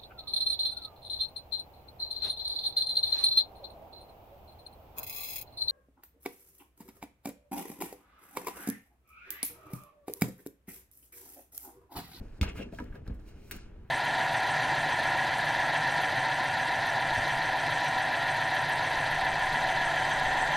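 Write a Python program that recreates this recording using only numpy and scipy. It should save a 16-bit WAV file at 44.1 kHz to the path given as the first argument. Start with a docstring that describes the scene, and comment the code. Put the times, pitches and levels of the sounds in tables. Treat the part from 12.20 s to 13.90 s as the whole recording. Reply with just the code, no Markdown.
"""A small fridge door knocks against its cabinet, which booms briefly, as a hand works the grip.
The knocks ring cabinet modes; the plastic grip clicks as ringing modes with a bright noise snap.
Fingers rub the grip: stick-slip grains ring it, hiss drily and creak in the cabinet.
Behind lie a low rumble and faint hiss of the quiet room, all heard close by through a handheld phone."""
import sys
import numpy as np
from scipy import signal
from scipy.fft import rfft, irfft
from scipy.io import wavfile
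from scipy.ndimage import uniform_filter1d

SR = 44100
rng = np.random.default_rng(int(sys.argv[2]) if len(sys.argv) > 2 else 0)


def transcribe(signal):
    """Save signal, clipped to [-1, 1], as a 16-bit WAV file at the path in sys.argv[1]."""
    frames = np.atleast_2d(signal).T
    limited = np.clip(frames, -1, 1)
    pcm = np.round(limited * 32767).astype(np.int16)
    wavfile.write(sys.argv[1], SR, pcm)


N = 74970  # length in samples

# Cabinet modes: f/Hz, relative level/dB, t60/s (before any ring-time factor)
CABINET_MODES = [(58, 4, 0.27), (78.8, 16, 0.088), (130, 5, 0.076), (198, -3, 0.077), (245.7, -11, 0.27),
                 (290.8, -5, 0.094), (402.7, -9, 0.069), (500, -12.5, 0.044), (580, -37, 0.026)]
# Plastic grip modes: f/Hz, relative level/dB, t60/s (before any ring-time factor)
GRIP_MODES = [(671, 10.5, 0.095), (974, 3.5, 0.16), (1250, -14.5, 0.16), (1354, -10.5, 0.12),
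              (1624, 12.5, 0.014), (2192, 7, 0.045), (2467, 11.5, 0.041), (2702, 5, 0.086),
              (2850, 7, 0.048), (3206, 6.5, 0.099), (3800, -1, 0.024), (4350, -22, 0.03),
              (5800, 28, 0.0097)]


def undb(db):
    """Decibels to linear amplitude."""
    return 10 ** (np.asarray(db, float) / 20)


def rms1(x):
    """Scale to an RMS of 1."""
    return x / np.sqrt(np.mean(x ** 2))


def colour(x, table):
    """Filter by (f/Hz, gain/dB) points on a log-frequency axis, without phase shift."""
    points = np.array(table, float)
    f = np.arange(len(x) // 2 + 1) * SR / len(x)
    gain_db = np.interp(np.log(f + 1), np.log(points[:, 0] + 1), points[:, 1])
    return irfft(rfft(x) * undb(gain_db), len(x))


def fade(t60, size):
    """Exponential decay that falls 60 dB in t60 seconds."""
    return np.exp(-np.log(1000) * np.arange(size) / SR / t60)


def ring(modes, size):
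    """Impulse response of a body: a sum of decaying sines from (f/Hz, level/dB, t60/s) modes."""
    t = np.arange(size) / SR
    return sum(undb(db) * np.sin(2 * np.pi * hz * t) * fade(t60, size) for hz, db, t60 in modes)


def add(out, s, x):
    """Mix x into out at s seconds, cut at the end."""
    i = int(s * SR)
    out[i:i + len(x)] += x[:len(out) - i]


def conv(x, h):
    """Convolve and keep the scene's length."""
    return signal.fftconvolve(x, h)[:N]


def along(tables, col):
    """Join the rows of each stretch by straight lines; a new stretch starts at once."""
    t, out = np.arange(N) / SR, np.zeros(N)
    for k, rows in enumerate(tables):
        points = np.array(rows, float)
        on = t >= points[0, 0] * (k > 0)
        out[on] = np.interp(t[on], points[:, 0], points[:, col])
    return out


def curve(tables, col):
    """Level column in dB as a linear gain, eased over 3 ms."""
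    ease_s = 0.003
    return uniform_filter1d(undb(along(tables, col)), int(ease_s * SR))


def knocks():
    """Smooth pushes, the longer the duller, ring the cabinet modes near the pitch they strike."""
    # Knocks on the cabinet: t/s, peak level/dB, direction +-1, contact/ms, pitch struck most f/Hz,
    # reach/octaves (distance at which a mode is struck 6 dB less)
    blows = [(0.01, -34, 1, 4.2, 141, 0.55), (0.2118, -23.5, -1, 1.3, 225, 0.7),
             (0.2137, -20, 1, 1.1, 77, .58), (0.2206, -34, -1, 4.9, 130, 0.37),
             (0.2226, -26.5, -1, 0.71, 213, 0.54), (0.229, -24, 1, 2, 107, 0.65),
             (.257, -35.5, -1, 2.9, 70, .58), (0.283, -31, 1, 2.1, 64.5, .58),
             (0.338, -49, 1, 1.9, 200, 0.68), (0.372, -35.5, -1, 4, 84, 0.3),
             (0.3904, -29, 1, 1.3, 205, 0.25), (0.3998, -36.5, -1, 0.44, 500, 0.21),
             (0.406, -40, -1, 0.99, 268, 0.22), (0.411, -33.5, -1, 0.92, 527, 0.22),
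             (0.4198, -36, -1, 0.74, 500, 0.33), (0.425, -36, 1, 1.9, 198, 0.56),
             (0.454, -50, -1, 3.6, 245, 0.55), (0.467, -34, -1, 1.3, 300, 0.49),
             (0.5996, -36, 1, 2, 258, 0.42), (0.6121, -39, 1, 0.59, 434, 0.42),
             (0.6054, -34.5, -1, 1.07, 242.5, 0.2), (0.618, -49, -1, 0.89, 300, 0.18),
             (0.637, -47, 1, 1.7, 102, .5), (0.701, -36, -1, 2, 71, 0.94), (0.758, -40, 1, 0.17, 457, 0.56),
             (0.808, -39.5, 1, 3.3, 150, 0.49), (0.825, -37, -1, 4.7, 148, 0.93),
             (0.878, -34, -1, 4.1, 62.4, 0.52), (0.8975, -31, 1, 1.1, 200, 0.35),
             (0.9006, -37.5, -1, 1.1, 233, 0.33), (0.909, -32, 1, 2.2, 58, 0.25),
             (1.313, -45.5, 1, 2.1, 402, 0.21), (1.342, -38.5, 1, 0.61, 217, 0.39),
             (1.359, -41, -1, 0.67, 221, 0.58)]
    out = np.zeros(N)
    for s, db, way, ms, hz, reach in blows:
        struck = [(f, d - 6 * (np.log2(f / hz) / reach) ** 2, t60) for f, d, t60 in CABINET_MODES]
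        push = np.hanning(int(ms * SR / 1000) + 3)
        body = signal.fftconvolve(ring(struck, size=12000), push)
        add(out, s, np.sign(way) * undb(db) * body / np.abs(body).max())
    return out


def clicks():
    """Each click rings the grip modes near its pitch and adds a bright snap with a thin tail."""
    # Clicks of the grip: t/s, peak level of the ring/dB, pitch struck most f/Hz, reach/octaves,
    # snap level re the ring/dB, ring-time factor, snap tilt/dB per octave
    grip_clicks = [(0.2124, -25.5, 2210, 0.11, -9.5, 0.2, 1), (0.2132, -25.5, 2400, 1, -11, 0.12, -1),
                   (0.2157, -38, 2450, 0.35, -11, 0.5, -3), (0.221, -49, 2200, .5, -16, .4, -3),
                   (.2255, -46, 2600, 0.54, -15, 0.44, -3), (0.2296, -27.5, 1810, 0.42, -13.5, 0.6, 1.5),
                   (0.2317, -30.5, 1250, 0.17, -31, 0.15, -3), (.2368, -33, 2090, .3, -12, 0.46, -6),
                   (0.2425, -34.5, 2250, .3, -13, .4, -3), (0.2473, -40, 2220, 0.33, -28, 0.26, -11),
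                   (0.255, -46, 1250, 0.24, -25, 0.27, 0), (0.357, -46, 1210, 0.21, -25, 0.4, 12),
                   (0.3693, -47, 2400, 0.28, -19, .5, 0), (0.3924, -46, 1600, .15, -25, 1.6, 0),
                   (0.401, -46, 1600, 0.13, -25, 3.3, 0), (.412, -44, 2660, 0.061, -23, 1.3, 0),
                   (.4265, -42.5, 2690, 0.08, -22, 0.38, 0), (0.525, -48, 1520, 0.73, -24, 0.64, -9),
                   (.534, -44.5, 690, 0.12, -40, 0.48, 1), (.548, -47.5, 3000, 0.47, -12, 0.39, -3),
                   (0.5866, -35.5, 1560, 0.23, -16.5, 2.1, 2), (.5895, -40, 960, 0.35, -40, 0.45, 10),
                   (0.6012, -34, 1190, 0.24, -23, 0.3, 7), (.642, -62.5, 2800, 0.65, 12, 0.76, 12.5),
                   (0.725, -51, 1680, 0.25, -31, 3.4, 23), (0.7552, -47, 1500, 0.33, -18, 3.2, 3),
                   (0.867, -46.5, 1590, 0.22, -27, 0.88, -10), (0.878, -48, 1380, 0.15, -6, 0.56, 4.5),
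                   (0.9, -50.5, 1460, 0.41, -37, 1.1, -9), (1.311, -34, 1550, 0.069, 6.5, 0.95, 17),
                   (1.3117, -32, 2450, 0.22, -1, 0.47, 17), (1.316, -48.5, 3800, 0.11, -10, 0.55, 8),
                   (1.386, -52, 1690, 0.31, -33, 2.4, 0)]
    # Spectrum of the snap before its tilt: f/Hz, level/dB
    snap_shape = [(1500, -37), (3000, 5), (4500, 4), (8000, -7.5), (13500, -13.5), (16000, -11)]
    pitch_scatter, level_scatter_db = 0.006, 1.5  # the first as a fraction of each mode's pitch
    rise_s = 0.0011  # the ring builds up during the contact
    snap_t60_s, snap_tail_db, snap_tail_t60_s = 0.0069, -32, 0.017
    tick_db = 6  # first contact over the snap noise
    out, size = np.zeros(N), 4000
    for s, db, hz, reach, snap_db, ring_factor, tilt_db in grip_clicks:
        scatter = rng.standard_normal((len(GRIP_MODES), 2))
        struck = []
        for (f, d, t60), (a, b) in zip(GRIP_MODES, scatter):
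            mode_db = d + level_scatter_db * b - 6 * (np.log2(f / hz) / reach) ** 2
            struck.append((f * (1 + pitch_scatter * a), mode_db, t60 * ring_factor))
        tone = -ring(struck, size) * (1 - fade(rise_s, size))

        tilted = [(f, d + tilt_db * np.log2(f / 4000)) for f, d in snap_shape]
        hiss = rms1(colour(rng.standard_normal(size), tilted))
        tick = colour(1. * (np.arange(size) == 12), tilted)
        snap = hiss * (fade(snap_t60_s, size) + undb(snap_tail_db) * fade(snap_tail_t60_s, size))
        snap[:60] += undb(tick_db) * tick[:60] / tick.max()
        add(out, s, undb(db) * (tone / np.abs(tone).max() + undb(snap_db) * snap))
    return out


def rub():
    """Skin sticks and slips on plastic: grains ring the grip, hiss drily and creak in the cabinet."""
    # Finger rubbing, one list per stretch of rubbing; a new list lets the levels change suddenly:
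    # t/s, grip ring level/dB, dry hiss level/dB, its top octave level/dB, cabinet creak level/dB,
    # pitch touched on the grip f/Hz, creak pitch f/Hz
    strokes = [
        [(0.0, -67, -78, -77, -47, 1420, 244), (0.018, -69, -82, -102, -50, 1520, 254),
         (0.036, -70.5, -77, -89, -49.5, 1650, 256), (0.112, -69.5, -79.5, -89, -63, 1600, 278),
         (0.186, -70, -76, -83, -60, 1370, 275), (0.2, -73, -104, -101, -52.5, 1200, 277)],
        [(0.215, -44, -44, -44, -42, 2210, 242), (0.223, -49, -61, -67, -38, 2210, 238),
         (0.228, -68, -47.5, -59, -32, 2210, 241)],
        [(0.232, -50, -49.5, -53, -32.5, 1410, 246), (0.244, -48.5, -54.5, -66, -37.5, 1500, 252),
         (0.268, -49, -94, -67, -43.5, 1800, 249), (0.29, -47.5, -53, -85, -46, 2320, 240),
         (0.33, -60.5, -82, -72, -50, 2160, 268), (0.35, -67, -72, -84, -51, 1930, 278)],
        [(0.352, -61, -68, -69, -44.5, 1960, 260), (0.368, -56, -63.5, -64.5, -49.5, 2190, 260),
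         (0.382, -51.5, -62, -61.5, -46, 2330, 265), (0.402, -52, -65, -68.5, -37.5, 2220, 283),
         (0.431, -56, -62, -72, -53, 2650, 300)],
        [(0.434, -62.5, -72, -83, -43.5, 2090, 284), (0.474, -65.5, -78, -101, -50.5, 1680, 273),
         (0.512, -70, -81.5, -102, -61, 1560, 306), (0.526, -65.5, -75, -73, -44, 1510, 316),
         (0.544, -66.5, -68, -72, -55, 1680, 288), (0.58, -67.5, -71.5, -74, -54, 1490, 285)],
        [(0.588, -48, -63, -74, -50, 1600, 270), (0.61, -60.5, -71.5, -75, -44.5, 1420, 297),
         (0.708, -69.5, -86, -93, -55.5, 1470, 243), (0.756, -59.5, -75, -72.5, -54.5, 1480, 327),
         (0.83, -78, -101, -102, -53, 1380, 227), (0.86, -69, -79, -102, -69, 1510, 235)],
        [(0.862, -67, -95, -77, -56, 1440, 247), (0.88, -63.5, -67, -84, -48.5, 1400, 250),
         (0.916, -66.5, -99, -102, -46.5, 1450, 255), (0.948, -69, -80.5, -73.5, -48.5, 1390, 246),
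         (0.984, -74, -93, -102, -60, 1420, 247), (1.0, -68.5, -72, -93, -52, 1480, 255)],
        [(1.002, -71, -85, -78, -63, 1560, 269), (1.038, -74, -83, -91, -59, 1430, 266),
         (1.088, -68, -70, -70.5, -62, 2120, 282), (1.134, -70.5, -80, -88, -63, 1660, 279),
         (1.26, -73.5, -74, -75, -58.5, 2530, 274), (1.3, -67, -73.5, -70, -64, 1660, 275)],
        [(1.313, -48.5, -49.5, -40, -66, 1920, 317), (1.333, -57, -59.5, -72, -52, 2260, 279),
         (1.365, -55, -63.5, -54.5, -57, 1850, 247), (1.41, -65, -67, -114, -59, 1800, 270),
         (1.597, -74.5, -99, -102, -64, 1480, 274), (1.69, -71, -100, -82, -71, 1310, 253)],
    ]
    slip = grains(2435, scatter_db=1.5)
    grip = rubbed(slip, GRIP_MODES, along(strokes, col=5), reach=0.55, ring_factor=0.32)
    creak_slip = grains(700, scatter_db=2.5)
    # the creak leaves out the two lowest cabinet modes
    creak = rubbed(creak_slip, CABINET_MODES[2:], along(strokes, col=6), reach=0.98, ring_factor=0.55)

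    dry_skin = slip + 0.77 * rng.standard_normal(N)
    hiss = rms1(colour(dry_skin, [(2600, -22), (3800, 0.5), (7000, -6.5), (10000, -13.5), (16000, -90)]))
    top = rms1(colour(dry_skin, [(5500, -19.5), (8500, -14.5), (14000, -7.0), (16200, -9.5)]))

    out = grip * curve(strokes, 1)
    out += hiss * curve(strokes, 2)
    out += top * curve(strokes, 3)
    return out + creak * curve(strokes, 4)


def grains(per_second, scatter_db):
    """Stick-slip impulses of either sign at random moments, a few much stronger than the rest."""
    moment, sign, strength = rng.random((N, 3)).T
    size = undb(-scatter_db * np.log(strength + 0.0018))
    return rms1((moment < per_second / SR) * np.sign(sign - .5) * size)


def rubbed(drive, modes, touched, reach, ring_factor):
    """Grains ring the modes near a moving pitch (reach in octaves); level near 1."""
    shares = [undb(d - 6.8 * (np.log2(f / touched) / reach) ** 2) for f, d, t60 in modes]
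    rung = 0
    for share, (f, d, t60) in zip(shares, modes):
        rung = rung + share * rms1(conv(drive, ring([(f, 0, t60 * ring_factor)], size=4000)))
    return rung / np.sqrt(sum(share ** 2 for share in shares))


def room_tone():
    """Faint ventilation noise whose octaves flicker independently, over a wandering rumble."""
    # Spectrum of the room noise: f/Hz, relative level/dB per Hz
    room_shape = [(12, -39), (20, -5.5), (70, -7.5), (108, -14), (249, -19.5), (278, -48), (319, -18),
                  (693, -39.5), (796, -36), (1020, -40.5), (1550, -47.5), (15000, -73.5)]
    # Lowest rumble, one stretch: t/s, level/dB
    rumble_drift = [
        [(0.0, -43.5), (0.118, -47), (0.232, -59), (0.302, -47), (0.606, -58), (0.718, -44.5), (0.756, -60),
         (0.928, -46.5), (0.998, -48), (1.126, -50.5), (1.144, -52), (1.614, -52), (1.632, -45.5), (1.7, -82)],
    ]
    room_gain_db, flicker_db = -53, 2.5
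    step = 2000  # samples between new flicker levels
    base = rms1(colour(rng.standard_normal(N), room_shape))
    hiss = 0
    for hz in 45 * 2. ** np.arange(9):
        held = np.repeat(rng.standard_normal(N // step + 1), step)[:N]
        walk = rms1(uniform_filter1d(held, step))
        # about the octave below hz: steep lower edge, gentler slope above
        band = [(hz / 2, -40), (hz / 1.933, -3), (hz, 0), (hz * 0.98, -3), (hz * 2, -40)]
        hiss = hiss + colour(base, band) * undb(flicker_db * walk)
    low = rms1(colour(rng.standard_normal(N), [(12, 9), (25, 22.0), (50, 15), (90, -47.5)]))
    return hiss * undb(room_gain_db) + low * curve(rumble_drift, 1)


def scene():
    """Near sounds with a short echo; the left microphone port leads, and each has its own reflections."""
    # Filter of the side signal: f/Hz, gain/dB
    side_gain = [(30, -21), (80, -28), (150, -29), (280, -24), (500, -3), (1000, -14), (2000, -12),
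                 (4000, -3), (12000, -7.5)]
    echo_db, echo_t60_s, spread_t60_s, diffuse_db = -15.5, 0.12, 0.1, 5
    near = knocks() + clicks() + rub()
    size = 15000
    late = np.arange(size) > .004 * SR  # the echo starts after 4 ms
    tail = rng.standard_normal(size) * fade(echo_t60_s, size) * late
    mid = near + undb(echo_db) * conv(near, tail / np.sqrt(np.sum(tail ** 2)))

    spread = rng.standard_normal(size) * fade(spread_t60_s, size)
    diffuse = conv(mid, spread / np.sqrt(np.sum(spread ** 2))) + room_tone()
    mid = mid + room_tone()

    quarter_ahead = irfft(1j * rfft(mid), N)  # a quarter cycle early at every pitch
    side = colour(quarter_ahead + undb(diffuse_db) * diffuse, side_gain)
    return np.array([mid + side, mid - side])


def record(dry):
    """The phone cuts the top: a steep low-pass at 16 kHz."""
    top_cut = signal.ellip(10, .2, 80, 16000, fs=SR, output="sos")
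    return signal.sosfilt(top_cut, dry)


dry = scene()
out = record(dry)
transcribe(out)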